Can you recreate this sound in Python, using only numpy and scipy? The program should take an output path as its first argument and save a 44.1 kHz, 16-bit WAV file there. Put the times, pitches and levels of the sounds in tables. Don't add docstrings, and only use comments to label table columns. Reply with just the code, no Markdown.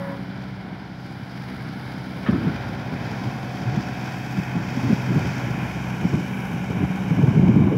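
import sys
import numpy as np
from scipy import signal
from scipy.fft import rfft, irfft, next_fast_len
from scipy.io import wavfile
from scipy.ndimage import uniform_filter1d, map_coordinates

SR = 44100
rng = np.random.default_rng(int(sys.argv[2]) if len(sys.argv) > 2 else 0)


def dump(signal):
    limited = np.clip(np.atleast_2d(signal).T, -1, 1)
    pcm = np.round(limited * 32767).astype(np.int16)
    wavfile.write(sys.argv[1], SR, pcm)


def gain_from_decibels(decibels):
    exponent = np.asarray(decibels, float) / 20
    return 10 ** exponent


N = 342657
TIME = np.arange(N) / SR


def curve(table):
    seconds, *columns = np.transpose(table)
    return [np.interp(TIME, seconds, column) for column in columns]


def colour(x, spectrum):
    hz, db = np.transpose(spectrum)
    size = next_fast_len(N)
    octave = np.log2(np.arange(size // 2 + 1) * SR / size + 1)
    below = np.maximum(np.log2(hz[0]) - octave, 0)
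    above = np.maximum(octave - np.log2(hz[-1]), 0)
    gain = gain_from_decibels(np.interp(octave, np.log2(hz), db) - 60 * (below + above))
    y = irfft(rfft(x, size) * gain, size)[:N]
    return y / np.std(y)


def walk(rate):
    hold = int(SR / rate)
    steps = np.repeat(rng.standard_normal(N // hold + 1), hold)
    y = uniform_filter1d(uniform_filter1d(steps, hold), hold)[:N]
    return y / np.std(y)


def noise():
    return rng.standard_normal(N)


def facing(x, spectra, heading):
    shares = [np.interp(heading, [20, 100, 180], row) for row in np.eye(3)]
    return sum(share * colour(x, spectrum) for share, spectrum in zip(shares, spectra))


def exhaust(cycles, heading):
    # multiple of the cycle rate, mean level in dB with the engine labouring
    # under load (stronger 12th and 18th multiples), then in dB at headings of 5, 80, 140 and 180 degrees.
    tones = [(4, -55, -53, -49, -44, -44), (7, -56, -56, -49, -44, -50), (8, -42, -40, -36, -31, -34),
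             (10, -46, -49, -47, -48, -49), (11, -45, -45, -45, -43, -38), (12, -36, -43, -40, -40, -31),
             (15, -54, -50, -50, -44, -43), (16, -52, -49, -45, -54, -48), (18, -42, -52, -51, -49, -52),
             (20, -58, -57, -48, -57, -62), (26, -65, -65, -55, -57, -53), (36, -63, -60, -53, -56, -58),
             (42, -68, -68, -58, -51, -62), (44, -70, -68, -55, -56, -66), (46, -68, -64, -45, -52, -58),
             (48, -66, -64, -60, -53, -59), (49, -60, -59, -57, -60, -57)]
    out = 0
    for multiple, *state_db in tones:
        db = np.interp(heading, [-40, 5, 80, 140, 180], state_db)
        db = db + (1 + multiple / 30) * walk(5)
        phase = 2 * np.pi * multiple * cycles + 0.38 * walk(3.7) + multiple * multiple
        out = out + gain_from_decibels(db) * np.sqrt(2) * np.sin(phase)
    return out


def combustion(cycles, scatter_db=8.0):
    cylinder_db = [-22, -23, -8, -7.5]
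    firing = (4 * cycles).astype(int)
    size_db = np.array(cylinder_db)[firing % 4] + scatter_db * rng.uniform(-1, 1, 1024)[firing]
    return gain_from_decibels(size_db) * np.sin(np.pi * 4 * cycles) ** 2


def clatter(cycles, hold=6.0):
    patterns = rng.standard_normal((64, 768))
    return map_coordinates(patterns, [cycles / hold, cycles % 1 * 768], order=1, mode="grid-wrap")


def pipe(cycles):
    # frequency in Hz, relative level in dB.
    pipe_response = [(90, -16), (135, -4.5), (190, 0.5), (285, -5.5), (380, -13)]
    firing = (4 * cycles).astype(int)
    starts = np.diff(firing, prepend=firing[0]) > 0
    thuds = starts * rng.uniform(-1, 1, 1024)[firing]
    return colour(thuds, pipe_response)


def excavator():
    # time in seconds, four-stroke cycles per second.
    speed = [(0, 15.5), (.25, 15.6), (.55, 16.05), (1.2, 16.0), (2.1, 16.1), (2.5, 15.9), (3.0, 15.76),
             (3.6, 15.86), (4.1, 15.95), (4.5, 15.92), (5.1, 15.8), (6.0, 15.92), (6.6, 15.8),
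             (7.77, 15.85)]
    # time in seconds, state. From 0 up the state is the heading in
    headings = [(0, -40), (.9, 0), (1.8, 10), (3.0, 60), (4.25, 95), (5.6, 140), (6.4, 180), (7.77, 180)]
    # time in seconds, then block roar, knock, fan and valve gear in dB.
    levels = [(0, -37.5, -45.5, -55.5, -64), (.3, -38.5, -45, -57, -68), (.7, -38.5, -46, -59.5, -72),
              (1.0, -40.5, -47.5, -57, -69), (1.5, -37.5, -44, -52.5, -63.5), (2.2, -35, -43, -53, -63.5),
              (2.46, -31, -38.5, -49.5, -62.5), (2.8, -33, -41, -51.5, -65), (3.05, -31.5, -39, -49, -62),
              (3.4, -34.5, -40.5, -50.5, -61.5), (3.85, -32.5, -39, -47.5, -59),
              (4.25, -36, -38.5, -49, -59.5), (4.8, -32, -37.5, -46, -57.5), (5.4, -31.5, -36, -46, -57),
              (5.8, -33, -38, -50, -58.5), (6.5, -33, -39.5, -53.5, -60.5), (7.1, -32.5, -38.5, -54, -60.5),
              (7.77, -34.5, -41, -55.5, -65)]
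    # frequency in Hz, relative density in dB per Hz.
    roar_spectrum = [(26, -63), (45, 10.5), (75, -7.5), (114, 1.5), (183, -4.5), (249, -8.5), (389, -6.5),
                     (615, -11.5), (779, -9.5), (1150, -11.5), (1250, -44), (1620, -52), (2750, -120)]
    # frequency in Hz, relative density in dB per Hz.
    knock_spectra = [
        [(680, -45), (1150, -37), (1170, -28), (1190, -7.5), (1370, -2.5), (1700, -4.5), (2190, -6),
         (2740, -15), (3500, -12), (3790, -18), (4100, -17.5), (5330, -37), (9020, -120)],
        [(680, -12), (1150, -5.5), (1260, -4.5), (1370, 0), (1550, -0.5), (1870, -0.5), (2320, -4), (2580, 1.5),
         (2800, -18), (3180, -8.5), (3480, -14.5), (4100, -28), (5330, -49), (9020, -120)],
        [(680, -18), (1150, -9.5), (1270, -5), (1450, -0.5), (1700, -2.5), (1900, -6), (2320, 0), (2710, -7),
         (3080, -8.5), (3400, -16), (3750, -16), (4100, -28), (5330, -65), (9020, -120)],
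    ]
    fan_spectra = [
        [(2240, -9), (3800, -10.5), (4910, -2.5), (5870, -13), (6680, -21), (7900, -24), (10300, -52),
         (17400, -120)],
        [(2240, 0), (3800, 1), (4110, -7), (4540, 2), (5520, 2), (7520, -13.5), (7900, -85), (10300, -46),
         (17400, -120)],
        [(2240, -19), (3800, -8.5), (4090, -11), (4330, -5.5), (4620, -5.5), (5560, -0.5), (7900, -12.5),
         (10300, -31), (17400, -120)],
    ]
    valve_spectra = [
        [(4590, -16), (7800, -11.5), (9000, -5.5), (10900, 0.5), (12600, -5), (15100, -7), (15700, -2)],
        [(4590, -8), (7800, -1.5), (8100, -6), (10200, -7), (11800, -4), (15100, -8), (15700, -4)],
        [(4590, -28), (7800, -12), (8100, -5), (10100, 1), (11800, 3.5), (15100, -5), (15700, -1)],
    ]
    sand_lag_ms, sand_share = 1.307, 0.25

    cycles = np.cumsum(curve(speed)[0]) / SR
    heading = curve(headings)[0]
    roar_db, knock_db, fan_db, valve_db = curve(levels)
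    gate = combustion(cycles)
    rattle = walk(9.7)
    gears = 0.5 * clatter(cycles)

    roar = colour(noise() * (1 + 0.5 * gate) + gears, roar_spectrum)
    roar = roar * gain_from_decibels(roar_db + 0.59 * walk(6.5))
    roar += pipe(cycles) * gain_from_decibels(roar_db - 1.4)
    knock = facing(noise() * (1 + 0.5 * gate) + gears, knock_spectra, heading)
    knock = knock * gain_from_decibels(knock_db + 0.23 * rattle + 0.17 * walk(12))
    fan = facing(noise() * (1 + 0.72 * gate), fan_spectra, heading)
    fan = fan * gain_from_decibels(fan_db + 0.16 * rattle + 1.17 * walk(8.0))
    valves = facing(noise() * (1 + 0.6 * gate), valve_spectra, heading)
    valves = valves * gain_from_decibels(valve_db + 0.23 * rattle + 0.99 * walk(8))

    body = roar + knock + linkage()
    bounce = np.interp(TIME - sand_lag_ms / 1000, TIME, body)
    return body + sand_share * bounce + fan + valves + exhaust(cycles, heading)


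def horn():
    # nominal frequency in Hz, mean level in dB while held.
    partials = [(277.5, -44), (484.5, -53), (555, -35), (841, -52), (969, -45), (1051, -50), (1092, -53),
                (1665, -53), (1735, -53), (1937, -54), (2212, -57)]
    release_s = 0.162
    held = 1 / (1 + np.exp(np.clip((TIME - release_s) / 0.012, -50, 50)))
    echo = 0.25 * np.exp(-np.maximum(TIME - release_s, 0) / 0.06)
    sagging_time = TIME * (1.003 - 0.007 * TIME)
    tones = 0
    for hz, db in partials:
        tones = tones + gain_from_decibels(db + 0.83 * walk(30)) * np.sqrt(2) * np.sin(2 * np.pi * hz * sagging_time)
    rasp = gain_from_decibels(-43.0) * colour(noise(), [(450, -6), (1000, 1), (2100, -9)])
    return np.maximum(held, echo) * (tones + rasp)


def ring(x, hz, t60):
    pole = np.exp(2j * np.pi * hz / SR - np.log(1000) / (t60 * SR))
    return signal.lfilter([1], [1, -pole], x).imag


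def linkage():
    # time in seconds, relative strength in dB.
    clanks = [(2.259, -29), (2.264, -26), (2.27, -29.5), (2.278, -27.5), (2.289, -30), (2.307, -39),
              (2.33, -29)]
    # frequency in Hz, relative level in dB, time to decay by 60 dB in seconds.
    modes = [(614, 3, 0.088), (1270, 1, 0.17), (1302, 6.5, 0.27), (1460, -14, .12), (1765, 10.5, 0.069),
             (1864, -3, .12), (2360, -21, .08), (2560, -7, 0.25), (3149, -16, .1), (3440, -14, .1)]
    contact_s = 0.0003
    blows = np.zeros(N)
    for s, db in clanks:
        blows[int(s * SR)] = gain_from_decibels(db)
    half_contact = int(contact_s * SR / 2)
    blows = uniform_filter1d(uniform_filter1d(blows, half_contact), half_contact)
    swell = signal.lfilter([1], [1, -np.exp(-1 / (0.012 * SR))], blows)
    crunch = swell * colour(noise(), [(400, 3), (800, 3), (1400, 7.5), (2300, -4.5), (3500, -7.0)])
    steel = sum(gain_from_decibels(db) * ring(blows, hz, t60) for hz, db, t60 in modes)
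    return 0.19 * steel + 0.5 * crunch


def gusts():
    # time in seconds, level in dB.
    breeze = [(2.2, -70), (2.3, -28), (2.7, -51), (3.6, -49), (4.3, -47), (5.1, -33), (5.9, -40),
              (6.4, -48), (6.95, -39), (7.3, -20.5), (7.55, -17.5), (7.77, -19.5)]
    # time of the peak in seconds, peak level in dB,
    # time constant of the build-up in seconds, time constant of the decay in seconds.
    gust_table = [(2.295, -21, 0.015, 0.071), (2.48, -20.5, 0.083, 0.033), (2.93, -26.5, 0.027, 0.095),
                  (3.25, -32, 0.055, 0.11), (3.78, -27, 0.11, 0.026), (4.06, -36, 0.06, 0.018),
                  (4.395, -28.5, 0.048, 0.018), (4.58, -28.5, .06, 0.04), (4.925, -19.5, 0.095, .02),
                  (5.16, -21, 0.048, 0.031), (5.265, -23.5, 0.039, 0.022), (6.051, -19, 0.032, 0.021),
                  (6.14, -18, 0.018, 0.063), (6.57, -25.5, 0.066, .02), (6.7, -28.5, 0.03, 0.069),
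                  (6.84, -20, 0.047, .015), (7.13, -27, .05, .04), (7.23, -15.5, 0.033, 0.02)]
    power = gain_from_decibels(curve(breeze)[0]) ** 2
    for s, db, rise, fall in gust_table:
        envelope = np.exp(np.minimum((TIME - s) / rise, (s - TIME) / fall))
        power = power + (gain_from_decibels(db) * envelope) ** 2
    return 10 * np.log10(power)


def wind():
    # frequency in Hz, relative density in dB per Hz.
    buffet_spectrum = [(24, -56), (40, -34), (108, -2), (184, -1.5), (209, -2), (294, -8.5), (343, -14.5),
                       (563, -42.5), (609, -26), (900, -28), (1170, -31.5), (1980, -120)]
    # time in seconds, peak level in dB,
    # nominal frequency in Hz, length in milliseconds.
    puffs = [(2.287, -8.5, 213, 27), (2.308, -21, 178, 15), (2.347, -15.5, 275, 25), (2.462, -14, 152, 35),
             (2.923, -18.5, 147, 21), (3.656, -20, 118, 83), (3.737, -18, 121, 28),
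             (4.383, -13.5, 182, 20.4), (4.566, -15, 171, 23), (4.772, -16, 226, 22), (4.864, -17, 122, 19),
             (4.899, -13.5, 234, 28), (4.927, -6, 180, 13), (5.099, -19, 170, 22), (5.162, -11, 140, 25),
             (5.248, -16, 98, 13), (6.042, -13, 175, 34), (6.133, -13, 140, 22), (6.704, -13.5, 183, 11.5),
             (6.807, -16.5, 180, 25), (6.893, -20, 177, 43), (7.109, -10, 154, 26), (7.232, -5, 137, 23),
             (7.277, -7, 142, 21), (7.371, -5, 150, 18), (7.394, -7, 190, 14.4), (7.43, -5.5, 170, 26),
             (7.485, -6, 207, 30), (7.56, -3, 184, 20), (7.585, -13, 196, 18), (7.638, -7.5, 146, 13),
             (7.723, -20, 179, 12)]
    puff_rush_db, gust_rush_db = -20.5, -11.5
    rush_growth = 1.115

    gust_db = gusts()
    low = colour(noise(), buffet_spectrum) * gain_from_decibels(gust_db + 1.7 * walk(30) + 2.9 * walk(70))
    rush = colour(noise(), [(250, -1), (450, -7.5), (800, -35)])
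    out = low + rush * gain_from_decibels(rush_growth * gust_db + gust_rush_db + 4.4 * walk(40))
    for s, db, hz, ms in puffs:
        phase_turns, drift = rng.random(2)
        t = np.arange(int(ms / 1000 * SR)) / SR
        start = int(s * SR) - 40
        span = slice(start, start + len(t))
        shape = np.sin(np.pi * (t / t[-1]) ** 0.55)
        wobble = hz * t * (1 + 0.16 * (drift - 0.5) * t / t[-1])
        rocking = gain_from_decibels(db) * np.sin(2 * np.pi * (wobble + phase_turns))
        out[span] += shape * (rocking + gain_from_decibels(db + puff_rush_db) * rush[span])
    return out


def scene():
    return (excavator() + horn() + wind())[None]


def low_pass(x):
    return signal.sosfilt(signal.butter(12, 16750, fs=SR, output="sos"), x)


def record(dry):
    bass_cut = signal.cheby2(6, 30, 52, "high", fs=SR, output="sos")
    band_limit = signal.ellip(10, 0.2, 60, 15700, fs=SR, output="sos")
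    x = signal.sosfilt(bass_cut, dry)
    rounded = np.tanh(x / 0.9) * 0.9
    mix = signal.sosfilt(band_limit, rounded)
    return low_pass(mix)


dry = scene()
out = record(dry)
dump(out)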